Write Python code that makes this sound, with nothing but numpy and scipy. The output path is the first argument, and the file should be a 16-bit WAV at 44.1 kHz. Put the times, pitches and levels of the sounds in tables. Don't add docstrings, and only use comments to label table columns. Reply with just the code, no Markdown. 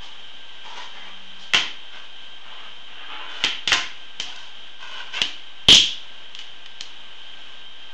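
import sys
import numpy as np
from scipy import signal
from scipy.fft import rfft, irfft, next_fast_len
from scipy.io import wavfile

SR = 44100
rng = np.random.default_rng(int(sys.argv[2]) if len(sys.argv) > 2 else 0)


def int16_out(signal):
    q = np.round(np.clip(np.atleast_2d(signal).T, -1, 1) * 32767)
    wavfile.write(sys.argv[1], SR, q.astype(np.int16))


N = 349713
TIME = np.arange(N) / SR

# (frequency [Hz], relative level per Hz [dB])
AIR_COLOUR = [(30, -19), (80, -17), (200, -11), (450, -10.5), (900, -6), (1250, -7.5), (2200, -7),
              (2700, -2.5), (3130, 4), (3700, -6), (4300, -15.5), (6800, -22.5), (8000, -27),
              (10000, -54.5)]
# (frequency [Hz], rms level before trim and flutter [dB])
WHINE_PARTIALS = [(1572, -56), (2961, -55.5), (3149, -48.5), (3564, -69.5), (3704, -60), (3795, -60)]
# (frequency [Hz], time to fall 60 dB [s])
ROOM_DECAY = [(100, 0.36), (300, 0.44), (1000, 0.4), (3000, 0.45), (6000, .37), (12000, 0.2)]
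# (shortest delay [s], gain [ratio])
NEAR_ECHOES = [(.0013, 0.84), (.0068, 0.24), (.0087, .2), (0.0141, 0.08)]

# (start [s], length [s], body level [dB], hiss level [dB], growth over the stroke [dB], favoured pitch [Hz])
SLEEVE_STROKES = [(0, .07, -44, -49, -11, 980), (.62, .16, -43, -52.5, 2, 900),
                  (.745, 0.08, -43.5, -50, -1.5, 1850), (.92, 0.17, -45, -60.5, 1.5, 1900),
                  (1.375, 0.058, -72, -51.5, 4, 3000)]
PLYWOOD_STROKES = [(1.91, 0.08, -41, -49, -1, 1450), (2.42, 0.23, -43.5, -61, 3, 1250),
                   (2.86, 0.19, -44, -67, 7, 1650), (3.07, 0.19, -37.5, -62.5, 0.5, 1370),
                   (3.27, 0.16, -39, -45, 7, 1600)]
TABLE_PUSHES = [(4.24, .2, -44.5, -50.5, -1, 780), (4.78, 0.23, -41, -51.5, 11, 1090),
                (5.112, 0.069, -33, -42, 6, 1950)]
# (frequency [Hz], relative level per Hz [dB])
CLOTH_COLOUR = [(80, -29), (300, -5.5), (500, -8.5), (900, 3), (1400, -3.5), (2000, -4.5), (3200, -6),
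                (4500, -43), (8000, -45)]
PLYWOOD_COLOUR = [(80, -31.5), (250, -6.5), (450, -7), (800, 0.5), (1400, -0.5), (2200, -3), (3050, 5.5),
                  (3800, -11), (5000, -34), (8000, -47)]
TABLE_COLOUR = [(80, -20), (450, -8.5), (600, -9.5), (720, 3), (850, -3.5), (1080, 1), (1280, -3.5),
                (1550, 4), (1800, -6), (2300, -1.5), (2750, 6), (3200, 0.5), (4000, -25), (8000, -43)]
HISS_COLOUR = [(1500, -41), (3200, 8.5), (4200, 3), (6400, -2.5), (8000, -12), (12000, -49.5)]

# (time [s], strength [dB],
# wooden body [dB], metal tick [dB], table thud [dB], room [dB], brightest ring [Hz])
BLOWS = [ (1.5361, 2, 9.5, -1, -17, -5, 2220), (1.5458, 3.5, 7, -1, -4.5, 1, 3090),
         (1.5655, -5, 1, -12, -12, -4, 3170), (3.4392, -1, 4, -5, -7.5, 2.5, 3130),
         (3.447, -3, 1, 5.5, -4, -18, 2060), (3.528, -21, 3.5, -32.5, -29, 4, 3020),
         (3.6755, -4, 1.5, -1, -3.5, 5, 3490), (3.698, -17, -16, 4, -10, 2, 4100),
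         (3.7196, 2, 14, -4, -32, 0, 1560), (3.7290, 6, 4.5, 9, -29, -4, 2730),
         (4.1999, -8.5, 2, 4, -4.5, 1.5, 3060), (4.3614, -26.5, -19, 5, -11, -8, 2600),
         (5.2171, 2.5, -3, -4, -5, -6.5, 2920), (5.6849, 10.5, -11, -10, -19, 3, 3340),
         (5.6873, -1.5, -8, 12, 18, -15.5, 960), (5.7037, 4.5, -20, -8.5, 2.5, 5.5, 3510),
         (5.7229, 6, -16, -2, -22, 4.5, 3450), (5.7280, 5.5, -19, 5, 2.5, -9, 3300),
         (5.7465, 6.5, -3, 31, -11, -3.5, 3360), (5.7549, 2.5, -8, 34, -3, -10, 3480),
         (5.7690, 1.5, -17.5, -17.5, -14, -3, 3530), (6.3500, -19, -7, -6, -24, -3, 3100),
         (6.390, -20, -1, -2, -21, 2.5, 3000), (6.6606, -24, 3, -7.5, -13, -1, 5100),
         (6.8092, -10.5, -1.5, 3, -12, -5.5, 4140)]
# (frequency [Hz], level [dB])
CRACK_COLOUR = [(80, -38.5), (300, -12), (520, -31), (700, -13), (1050, -9), (1300, -8), (1950, -1.5),
                (2700, 0), (3600, 1.5), (4400, -1.5), (6600, -5.5), (8000, -13.5), (10500, -45),
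                (13000, -37.5)]
# (frequency [Hz], level before random spread [dB], time to fall 60 dB [s])
WOOD_MODES = [(706, -47, 0.14), (1057, -35.5, 0.068), (1516, -35, 0.031), (2163, -35, 0.04),
              (2748, -33.5, 0.047)]
TABLE_MODES = [(120, -61, .12), (256, -49, 0.24), (281.6, -37.5, 0.34), (332, -45.5, 0.63),
               (356, -45, 0.35), (438.5, -35.5, .12), (984, -34, 0.049), (1145, -24.5, 0.019)]
# (frequency [Hz], level [dB])
TREBLE_COLOUR = [(20, 0), (6900, -0.5), (7400, -7), (8100, -3), (8350, -18.5), (10500, -12), (11200, -21),
                 (16000, -12.5)]

AIR_DB, AIR_WAVER_DB = -44, 0.7
HUM_START_S, HUM_LENGTH_S, HUM_DB, HUM_HZ = 0.9, 0.68, -58.5, 192
STROKE_ATTACK_S, STROKE_RELEASE_S = 0.043, 0.071
HISS_GROWTH = 0.68
STROKE_PEAK_DB, STROKE_PEAK_Q = -1, 2.5
MIC_HZ, MIC_WIDTH_HZ, MIC_PEAK_DB = 3066, 670, 8
CEILING, OFFSET = 0.65, -0.028
EDGE_HZ = 15900


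def gain_of(db):
    return 10 ** (np.asarray(db) / 20)


def evened(x):
    return x / np.sqrt(np.mean(x ** 2) + 1e-20)


def read(points, hz):
    f, value = np.transpose(points)
    return np.interp(np.log(hz + 1), np.log(f), value)


def add(mix, s, sound):
    part = mix[round(s * SR):][:len(sound)]
    part += sound[:len(part)]


def coloured(x, spectrum):
    size = next_fast_len(len(x) + 4096)
    gain = gain_of(read(spectrum, np.fft.rfftfreq(size, 1 / SR)))
    return irfft(rfft(x, size) * gain, size)[:len(x)]


def causal(db, size=4096):
    cepstrum = irfft(db * np.log(10) / 20)
    cepstrum[1:size // 2] *= 2
    cepstrum[size // 2 + 1:] = 0
    return irfft(np.exp(rfft(cepstrum)))


def drift(rate_hz):
    hz = np.fft.rfftfreq(N, 1 / SR)
    return evened(irfft(rfft(rng.standard_normal(N)) / (1 + (hz / rate_hz) ** 4), N))


def bump(hz, centre_hz, width_hz):
    return 1 / (1 + (2 * (hz - centre_hz) / width_hz) ** 2)


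def air():
    level = gain_of(AIR_DB + AIR_WAVER_DB * drift(3.7))
    return level * evened(coloured(rng.standard_normal(N), AIR_COLOUR))


def fan_whine(trim_db=-1, waver=0.000647, flutter_db=2.0):
    turns = np.cumsum(1 + waver * drift(8.2)) / SR
    whine = np.zeros(N)
    for hz, db in WHINE_PARTIALS:
        level = gain_of(db + trim_db + flutter_db * drift(10))
        whine += level * np.sin(2 * np.pi * hz * turns)
    return np.sqrt(2) * whine


def low_hum():
    arch = np.sin(np.pi * np.clip((TIME - HUM_START_S) / HUM_LENGTH_S, 0, 1))
    turns = np.cumsum(1 + 0.01 * drift(14)) / SR
    return np.sqrt(2) * gain_of(HUM_DB) * arch * np.sin(2 * np.pi * HUM_HZ * turns)


def room(build_s=0.0021, dense_s=0.07, first_share=0.05):
    count = SR * 3 // 5
    age = np.arange(count) / SR
    share = np.clip(first_share + (age / dense_s) ** 2, 1e-3, 1)
    taps = rng.choice([-1, 1], count) * (rng.random(count) < share) / np.sqrt(share)
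    hz, t, bands = signal.stft(taps, SR, nperseg=256)
    decay = gain_of(-60 * t / read(ROOM_DECAY, hz)[:, None])
    tail = signal.istft(bands * decay, SR, nperseg=256)[1][:count]
    tail *= 1 - np.exp(-(age / build_s) ** 2)
    return tail / np.linalg.norm(tail)


def stroke(start_s, length_s, level_db, growth_db):
    age = TIME - start_s
    attack = np.sin(np.pi / 2 * np.clip(age / STROKE_ATTACK_S, 0, 1)) ** 2
    release = np.exp(-np.maximum(age - length_s, 0) / STROKE_RELEASE_S)
    growth = growth_db * (np.clip(age / length_s, 0, 1) - 0.5)
    return attack * release * gain_of(level_db + growth)


def rubbing(strokes, body, body_trim_db, hiss_trim_db, bumps_per_s, spread_db, echo,
            echo_s=0.002156, wander=0.12):
    size = gain_of(spread_db * np.minimum(rng.exponential(1, N), 2)) * rng.standard_normal(N)
    bumps = size * (rng.random(N) < bumps_per_s / SR)
    bumps = bumps + signal.fftconvolve(bumps, room())[:N]
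    delay = echo_s * (1 + wander * drift(1.5))
    bumps = bumps + echo * np.interp(TIME - delay, TIME, bumps)
    surface = coloured(bumps, body)
    hiss = evened(coloured(bumps, HISS_COLOUR))
    out = np.zeros(N)
    for s, length, body_db, hiss_db, growth_db, hz in strokes:
        peak = signal.lfilter(*signal.iirpeak(hz, STROKE_PEAK_Q, SR), surface)
        rumble = evened(surface + gain_of(STROKE_PEAK_DB) * peak)
        out += stroke(s, length, body_db + body_trim_db, growth_db) * rumble
        out += stroke(s, length, hiss_db + hiss_trim_db, HISS_GROWTH * growth_db) * hiss
    return out


def sleeve():
    return rubbing(SLEEVE_STROKES, CLOTH_COLOUR, body_trim_db=0.5, hiss_trim_db=4.0,
                   bumps_per_s=7000, spread_db=3.5, echo=0.28)


def touch_and_wheels():
    on_plywood = rubbing(PLYWOOD_STROKES, PLYWOOD_COLOUR, body_trim_db=0.0, hiss_trim_db=-3.5,
                         bumps_per_s=1900, spread_db=3.5, echo=0.34)
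    on_table = rubbing(TABLE_PUSHES, TABLE_COLOUR, body_trim_db=1.5, hiss_trim_db=3.0,
                       bumps_per_s=1100, spread_db=2.0, echo=0.71, echo_s=0.0031, wander=0.205)
    return on_plywood + on_table


def ringing(modes, t, spread_db=0.5):
    out = np.zeros(len(t))
    for hz, db, t60 in modes:
        level = gain_of(db + spread_db * rng.standard_normal())
        out += level * np.sin(2 * np.pi * hz * t) * np.exp(-np.log(1000) * t / t60)
    return out


def crack(wood_db, tick_db, ring_hz, wood_hz=2450, tick_hz=4200, ring_db=6, ring_width=0.092):
    hz = np.fft.rfftfreq(4096, 1 / SR)
    wood = wood_db / (1 + (hz / wood_hz) ** 8)
    metal = tick_db * (1 - 1 / (1 + (hz / tick_hz) ** 10))
    ring = ring_db * bump(hz, ring_hz, ring_width * ring_hz)
    microphone = MIC_PEAK_DB * bump(hz, MIC_HZ, MIC_WIDTH_HZ)
    knock = causal(read(CRACK_COLOUR, hz) + wood + metal + ring + microphone)
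    return knock / abs(knock).max()


def table_push(t, push_s=0.00071, rebound=0.33):
    age = t / push_s
    return -0.6 * age * (1 - rebound * age) * np.exp(-age)


def clack(strength_db, wood_db, tick_db, thud_db, room_db, ring_hz, thud_room=0.34):
    tail = gain_of(room_db) * room()
    t = np.arange(len(tail)) / SR
    blow = gain_of(wood_db) * ringing(WOOD_MODES, t)
    add(blow, 0, crack(wood_db, tick_db, ring_hz))
    push = table_push(t)
    near = blow + gain_of(thud_db) * (push + ringing(TABLE_MODES, t))
    for delay, gain in NEAR_ECHOES:
        add(near, delay * rng.uniform(1.0, 1.3), gain * blow)
    into_room = blow + thud_room * gain_of(thud_db) * push
    far = signal.fftconvolve(into_room, tail)[:len(t)]
    return gain_of(strength_db) * (near + far)


def clacks():
    out = np.zeros(N)
    for s, *blow in BLOWS:
        add(out, s, clack(*blow))
    return out


def scene():
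    background = air() + fan_whine() + low_hum()
    return (background + sleeve() + touch_and_wheels() + clacks())[None]


def record(dry, lopsided=0.04, overload_hz=420):
    excess = np.maximum(abs(dry[0]) - CEILING, 0)
    band = signal.butter(2, [25, overload_hz], "bandpass", fs=SR, output="sos")
    pressure = dry[0] - lopsided * signal.sosfilt(band, excess)
    clipped = pressure / (1 + (pressure / CEILING) ** 6) ** (1 / 6)
    edge = signal.firwin(511, EDGE_HZ, window=("kaiser", 9), fs=SR)
    return signal.oaconvolve(coloured(clipped, TREBLE_COLOUR), edge, "same")[None] + OFFSET


dry = scene()
out = record(dry)
int16_out(out)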